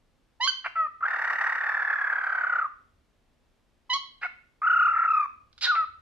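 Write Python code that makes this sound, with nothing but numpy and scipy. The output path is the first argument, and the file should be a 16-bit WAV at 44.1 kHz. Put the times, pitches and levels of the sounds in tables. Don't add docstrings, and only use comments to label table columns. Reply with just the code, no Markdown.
import sys
import numpy as np
from scipy import signal
from scipy.fft import rfft, irfft, next_fast_len
from scipy.io import wavfile
from scipy.ndimage import map_coordinates

SR = 44100
rng = np.random.default_rng(int(sys.argv[2]) if len(sys.argv) > 2 else 0)


def generate_wav(signal):
    frames = np.transpose(np.atleast_2d(signal))
    scaled = np.clip(frames, -1, 1) * 32767
    pcm = np.round(scaled).astype(np.int16)
    wavfile.write(sys.argv[1], SR, pcm)


N = 265041
TIME = np.arange(N) / SR

# multiple of the pitch, level/dB
VOICE_OVERTONES = [(2, -25), (3, -51.5), (4, -49), (5, -57), (6, -63.5), (8, -57)]
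# f/Hz, relative density/dB per Hz
SQUAWK_RASP = [(200, -42.5), (850, -4), (1500, 6.5), (2700, -4), (3500, -30.5), (13000, -52)]
# f/Hz, relative density/dB per Hz
BEAK_HISS = [(400, -47), (1500, -12.5), (3300, -2), (3750, 1), (4100, 1.5), (5000, 0), (6300, -19),
             (7000, -14), (8000, -39), (10000, -30), (13000, -40.5)]


def amp(db):
    return 10 ** (np.asarray(db) / 20)


def unit(x):
    return x / np.sqrt(np.mean(x ** 2) + 1e-20)


def along(points, hz):
    f, values = np.transpose(points)
    return np.interp(np.log(hz + 1), np.log(f), values)


def curves(rows, t):
    knots, *columns = np.transpose(rows)
    return [np.interp(t, knots, column) for column in columns]


def span(rows, edge_s=.003):
    i = np.flatnonzero((TIME > rows[0][0]) & (TIME < rows[-1][0]))
    t = TIME[i]
    to_edge = np.minimum(t - t[0], t[-1] - t)
    return i, t, np.clip(to_edge / edge_s, 0, 1)


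def wobble(t, rate):
    at = (t - t[0]) * rate
    knots = rng.standard_normal(int(at[-1]) + 4)
    return map_coordinates(knots, [at + 1])


def filtered(x, response):
    n = x.shape[-1]
    padded = next_fast_len(n + 8192)
    hz = np.fft.rfftfreq(padded, 1 / SR)
    return irfft(rfft(x, padded) * response(hz), padded)[..., :n]


def noise(spectrum, n):
    return unit(filtered(rng.standard_normal(n), lambda hz: amp(along(spectrum, hz))))


def cycles(t, pitch, jitter):
    trembling = pitch * (1 + jitter * wobble(t, 500))
    return 2 * np.pi * np.cumsum(trembling) / SR


def partials(phase, table, slip=0):
    return sum(amp(db) * np.sin(np.round(2 * k) / 2 * phase + slip) for k, db in table)


def screech(shape, throb, sink_toward_hz, shut_db, rasp_dip_db, overtone_db, overtone_grows):
    # multiple of the pitch, level/dB before the pairing gain
    buzz = [(.5, -2.5), (1.5, -12.5), (2.5, -23), (3, -22), (3.5, -33.5), (4, -32), (5, -39.5),
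            (6.5, -43.5), (7, -38.5)]
    # f/Hz, relative density/dB per Hz
    rasp_spectrum = [(150, -46), (400, -23.5), (600, -23), (850, -9.5), (1280, 3), (1950, -1), (2400, -14),
                     (3200, -39), (5600, -40.5), (6500, -47), (12500, -49)]
    i, t, gate = span(shape)
    crest_hz, level_db, share, rasp_db = curves(shape, t)

    crest_hz = crest_hz * (1 + .0118 * wobble(t, 35))
    level_db = level_db + .82 * wobble(t, 35)
    rasp_db = rasp_db + 1 * wobble(t, 35)
    depth = 1 + .17 * wobble(t, 50)

    rate, = curves(throb, t)
    turn = np.cumsum(rate) / SR
    turn = turn - np.interp(throb[0][0], t, turn)
    slack = np.sin(np.pi * turn) ** 2
    dip_hz = np.minimum(sink_toward_hz - crest_hz, -70)
    pitch = crest_hz + dip_hz * depth * np.tanh(slack)

    lag = .034
    offset = 2 * (turn - lag - np.round(turn - lag))
    beyond = np.abs(offset) - share + .1 * wobble(t, 70)
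    softness = np.where(offset < 0, .09, .2)
    voiced = (1 - np.tanh(beyond / softness)) / 2

    rough = .36 * amp(rasp_db)
    pairing_db = -5 + 1.65 * rasp_db
    phase = cycles(t, pitch, jitter=.008)
    scattered = phase + rough * (.25 + slack) * wobble(t, 1100)
    overtone_gain = amp(overtone_db + overtone_grows * (rasp_db - rasp_db.mean()))
    overtone_phase = phase + .24 * rough * wobble(t, 660)
    overtones = voiced * overtone_gain * partials(overtone_phase, VOICE_OVERTONES)
    halves = partials(phase, buzz, slip=wobble(t, 400))
    opening = voiced + amp(shut_db) * (1 - voiced)
    voice = opening * (np.sin(scattered) + overtones + amp(pairing_db) * halves)

    crest_clear_db = -6 * (1 - slack) ** 2
    rasp_gain = amp(rasp_db + 1.5 + rasp_dip_db * slack + crest_clear_db)
    rasp = rasp_gain * noise(rasp_spectrum, len(t))
    out = np.zeros(N)
    out[i] = gate * amp(level_db) * (voice + rasp)
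    return out


def long_screech():
    # t/s, crest pitch f/Hz, level/dB, open share of a throb (0-1), roughness/dB
    shape = [(1.006, 1306, -35.5, 0.63, -10), (1.036, 1405, -19.5, 0.84, -15),
             (1.08, 1850, -24.5, .46, -4.5), (1.37, 1953, -22.5, 0.4, -3.5), (1.75, 1801, -22, .37, -6),
             (2.0, 1710, -19.5, .3, -8.5), (2.33, 1560, -22, .42, -8.5), (2.59, 1464, -21.5, .5, -10),
             (2.672, 1190, -25, 0.69, -20.5)]
    # t/s, rate/throbs per s
    throb = [(1.034, 39.7), (1.225, 35.1), (1.412, 37), (1.51, 34.5), (1.821, 38.8), (2.014, 34.8),
             (2.238, 36.1), (2.652, 32.2)]
    return screech(shape, throb, sink_toward_hz=1084, shut_db=-20, rasp_dip_db=-10,
                   overtone_db=-7, overtone_grows=.4)


def short_screech():
    # t/s, crest pitch f/Hz, level/dB, open share of a throb (0-1), roughness/dB
    shape = [(4.617, 1229, -23.5, 0.87, -19.5), (4.675, 1474, -17.5, 0.73, -23.5),
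             (4.85, 1439, -17, .92, -28.5), (4.925, 1367, -19.5, .64, -20),
             (5.049, 1400, -17.5, 0.4, -14.5), (5.092, 1352, -18, .78, -28), (5.182, 1261, -17, 0.6, -31),
             (5.263, 1185, -23, .74, -27)]
    # t/s, rate/throbs per s
    throb = [(4.644, 31.3), (4.888, 33.5), (4.898, 39.1), (5.111, 32.6)]
    return screech(shape, throb, sink_toward_hz=1176, shut_db=-13, rasp_dip_db=1,
                   overtone_db=1, overtone_grows=-.8)


def half_closed_beak(hz, depth_db=-11, width=.029):
    gaps_hz = np.array([[4080], [4950], [6350], [10300]])
    distance = np.log((hz + 1) / gaps_hz) / width
    return amp(depth_db * np.exp(-distance ** 2).sum(0))


def chirps():
    # t/s, pitch f/Hz, level/dB before the throat, brightness/dB per octave
    chirp_rows = [
        [(.396, 882, -68.5, -19.5), (.405, 894, -30.5, -12.5), (.413, 974.5, -27, -4.5), (.445, 1046, -28.5, 1),
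         (.469, 1127, -26, -4.5), (.474, 1128, -25.5, -8), (.476, 1559, -24.5, 1), (.497, 1525, -32.5, 3.5),
         (.508, 1463, -45, -4.5)],
        [(3.893, 1047, -46, -18), (3.902, 1003, -29, -3.5), (3.927, 985.3, -29.5, -2.5),
         (3.941, 1089, -25.5, 0), (3.957, 1115, -24, -6), (3.971, 1096, -26, -8), (3.984, 987, -49, -19)],
    ]
    # f/Hz, gain/dB
    open_beak = [(1550, 0.5), (1950, 4.5), (2250, -13), (3000, 6), (3400, -2.5), (4500, 2.5), (5000, -11),
                 (6600, -11), (7200, -43.5), (8400, -30), (9300, -37), (13000, -52.5)]
    out = np.zeros(N)
    for rows in chirp_rows:
        i, t, gate = span(rows)
        pitch, level_db, bright = curves(rows, t)
        phase = cycles(t, pitch, jitter=.003) + .026 * wobble(t, 900)
        k = np.arange(1, 13)[:, None]
        flutter_db = .8 * np.log2(k) * np.array([wobble(t, 70) for _ in k])
        partial_db = along(open_beak, k * pitch) + bright * np.log2(k) + flutter_db
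        stack = amp(partial_db) * np.sin(k * phase)
        out[i] += gate * amp(level_db) * stack.sum(0)
    return out


def whistle(phase, half_db):
    # multiple of the pitch, level/dB before half_db
    half_tones = [(.5, -9), (1.5, 2), (2.5, -27), (3.5, -31.5)]
    overtones = amp(-6.5) * partials(phase, VOICE_OVERTONES)
    return np.sin(phase) + overtones + amp(half_db) * partials(phase, half_tones)


def squawks():
    # t/s, pitch f/Hz, tone level/dB, half-pitch level/dB re tone, rasp level/dB, hiss level/dB
    squawk_rows = [
        [(.642, 1565, -67, -4.5, -38.5, -64), (.654, 1527, -41, -3, -30.5, -58),
         (.664, 1611, -27.5, -7.5, -25.5, -64.5), (.684, 1362, -44.5, -9, -45.5, -79)],
        [(4.212, 1437, -55.5, -2.5, -49, -60.5), (4.234, 1438, -43.5, -1, -30, -58),
         (4.258, 1470, -27, -3, -41, -60), (4.271, 1334, -31.5, -28, -40, -63.5)],
        [(5.609, 1993, -66, -14, -55, -39.5), (5.63, 1981, -54, -32.5, -39.5, -27),
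         (5.656, 1890, -31, -29, -35.5, -27), (5.674, 1442, -26, -25, -34.5, -52),
         (5.704, 1477, -16.5, -37, -53, -49.5), (5.722, 1238, -20.5, -35.5, -53, -57),
         (5.753, 1179, -22, -28, -58.5, -58)],
    ]
    out = np.zeros(N)
    for rows in squawk_rows:
        i, t, gate = span(rows)
        pitch, tone_db, half_db, rasp_db, hiss_db = curves(rows, t)
        phase = cycles(t, pitch, jitter=.002)
        tone = amp(tone_db) * whistle(phase, half_db)
        grit = unit(amp(1.5 * wobble(t, 900)))
        rasp = amp(rasp_db) * noise(SQUAWK_RASP, len(t))
        hiss = amp(hiss_db) * noise(BEAK_HISS, len(t))
        out[i] += gate * (tone + grit * (rasp + hiss))
    return out


def whines():
    # start t/s, length t/s, opening pitch f/Hz, peak tone level/dB,
    # half-pitch level/dB re tone, opening rasp level/dB
    whine_rows = [(0.755, .12, 1323, -18.5, -18.5, -36.5), (5.751, .099, 1338, -17.5, -25, -28.5)]
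    sag, arch_db = .1, 10
    clears_db_per_s = 548.5
    out = np.zeros(N)
    for start, length, hz, peak_db, half_db, rasp_db in whine_rows:
        i, t, gate = span([(start,), (start + length,)])
        u = (t - start) / length
        phase = cycles(t, hz * (1 - sag * u ** 2), jitter=.0022)
        tone_db = peak_db - arch_db * np.abs(2 * u ** .8 - 1)
        tone = amp(tone_db) * whistle(phase, half_db)
        rasp = amp(rasp_db - clears_db_per_s * (t - start)) * noise(SQUAWK_RASP, len(t))
        out[i] += gate * (tone + rasp)
    return out


def beak_whistle(centre_s=5.655, length_s=.019, hz=3730, level_db=-27):
    envelope = np.exp(-((TIME - centre_s) / length_s) ** 2)
    return amp(level_db) * envelope * np.sin(cycles(TIME, hz, jitter=.00867))


def clicks(t60_s=.029):
    # t/s, opening hiss level/dB
    click_rows = [(5.529, -57), (5.579, -45), (5.586, -49.5), (5.611, -43.5)]
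    out = np.zeros(N)
    t = TIME[:SR // 20]
    for start, level_db in click_rows:
        burst = noise(BEAK_HISS, len(t)) + amp(-8.5) * noise(SQUAWK_RASP, len(t))
        out[round(start * SR):][:len(t)] += amp(level_db - 60 * t / t60_s) * burst
    return out


def direct(x, lag_s=.000065, table_db=-15):
    # f/Hz, left minus right level/dB
    balance = [(2000, -0.5), (3000, -4.5)]
    side = np.array([[1], [-1]])
    table_delay_s = np.array([[.00142], [.00130]])

    def response(hz):
        port = amp(side * along(balance, hz) / 2) * np.exp(-1j * np.pi * hz * lag_s * side)
        return port * (1 + amp(table_db) * np.exp(-2j * np.pi * hz * table_delay_s))

    return filtered(x, response)


def room(x, gap_s=.007, patchy_db=3, patch_hz=110):
    # f/Hz, t/s for a decay of 60 dB
    decay = [(1300, 0.44), (3500, 0.46), (12000, 0.17)]
    # f/Hz, level/dB
    send = [(1300, -14), (2200, -9.5), (3200, -6)]
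    hz, t, spectra = signal.stft(rng.standard_normal((2, SR * 3 // 4)), SR, nperseg=256)
    fading = spectra * amp(-60 * t / along(decay, hz)[:, None])
    tail = signal.istft(fading, SR, nperseg=256)[1]
    tail = filtered(tail, lambda hz: amp(patchy_db * np.clip(hz / 4000, 0, 1) * wobble(hz, 1 / patch_hz)))
    tail = tail / np.linalg.norm(tail[0])
    tail = np.pad(tail, ((0, 0), (int(gap_s * SR), 0)))
    sent = filtered(x, lambda hz: amp(along(send, hz)))
    return signal.fftconvolve(sent[None], tail, axes=1)[:, :N]


def room_tone(level_db=-71, apart_db=-1):
    # f/Hz, relative density/dB per Hz
    tone_spectrum = [(15, -29), (25, 2.5), (169, -11.5), (203, -13.5), (250, -7), (285, -13), (520, -16),
                     (1520, -23.5), (3510, -27.5), (13000, -42.5)]
    # f/Hz, relative density/dB per Hz
    rumble_spectrum = [(45, -18.5), (76, 3.5), (130, -31.5), (400, -83.5)]
    # t/s, level/dB
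    swell_rows = [(0.928, -73), (2.93, -68.5), (4.88, -62), (5.421, -65.5), (5.92, -62)]
    own = np.array([noise(tone_spectrum, N), noise(tone_spectrum, N)])
    steady = amp(level_db) * (noise(tone_spectrum, N) + amp(apart_db) * own)
    swell_s = .13
    swells = sum(amp(db) * np.exp(-((TIME - peak) / swell_s) ** 2) for peak, db in swell_rows)
    return steady + swells * noise(rumble_spectrum, N)


def scene():
    screeches = filtered(long_screech() + short_screech(), half_closed_beak)
    bird = screeches + chirps() + squawks() + whines() + beak_whistle() + clicks()
    return direct(bird) + room(bird) + room_tone()


def record(dry):
    return filtered(dry, lambda hz: hz < 13350)


dry = scene()
out = record(dry)
generate_wav(out)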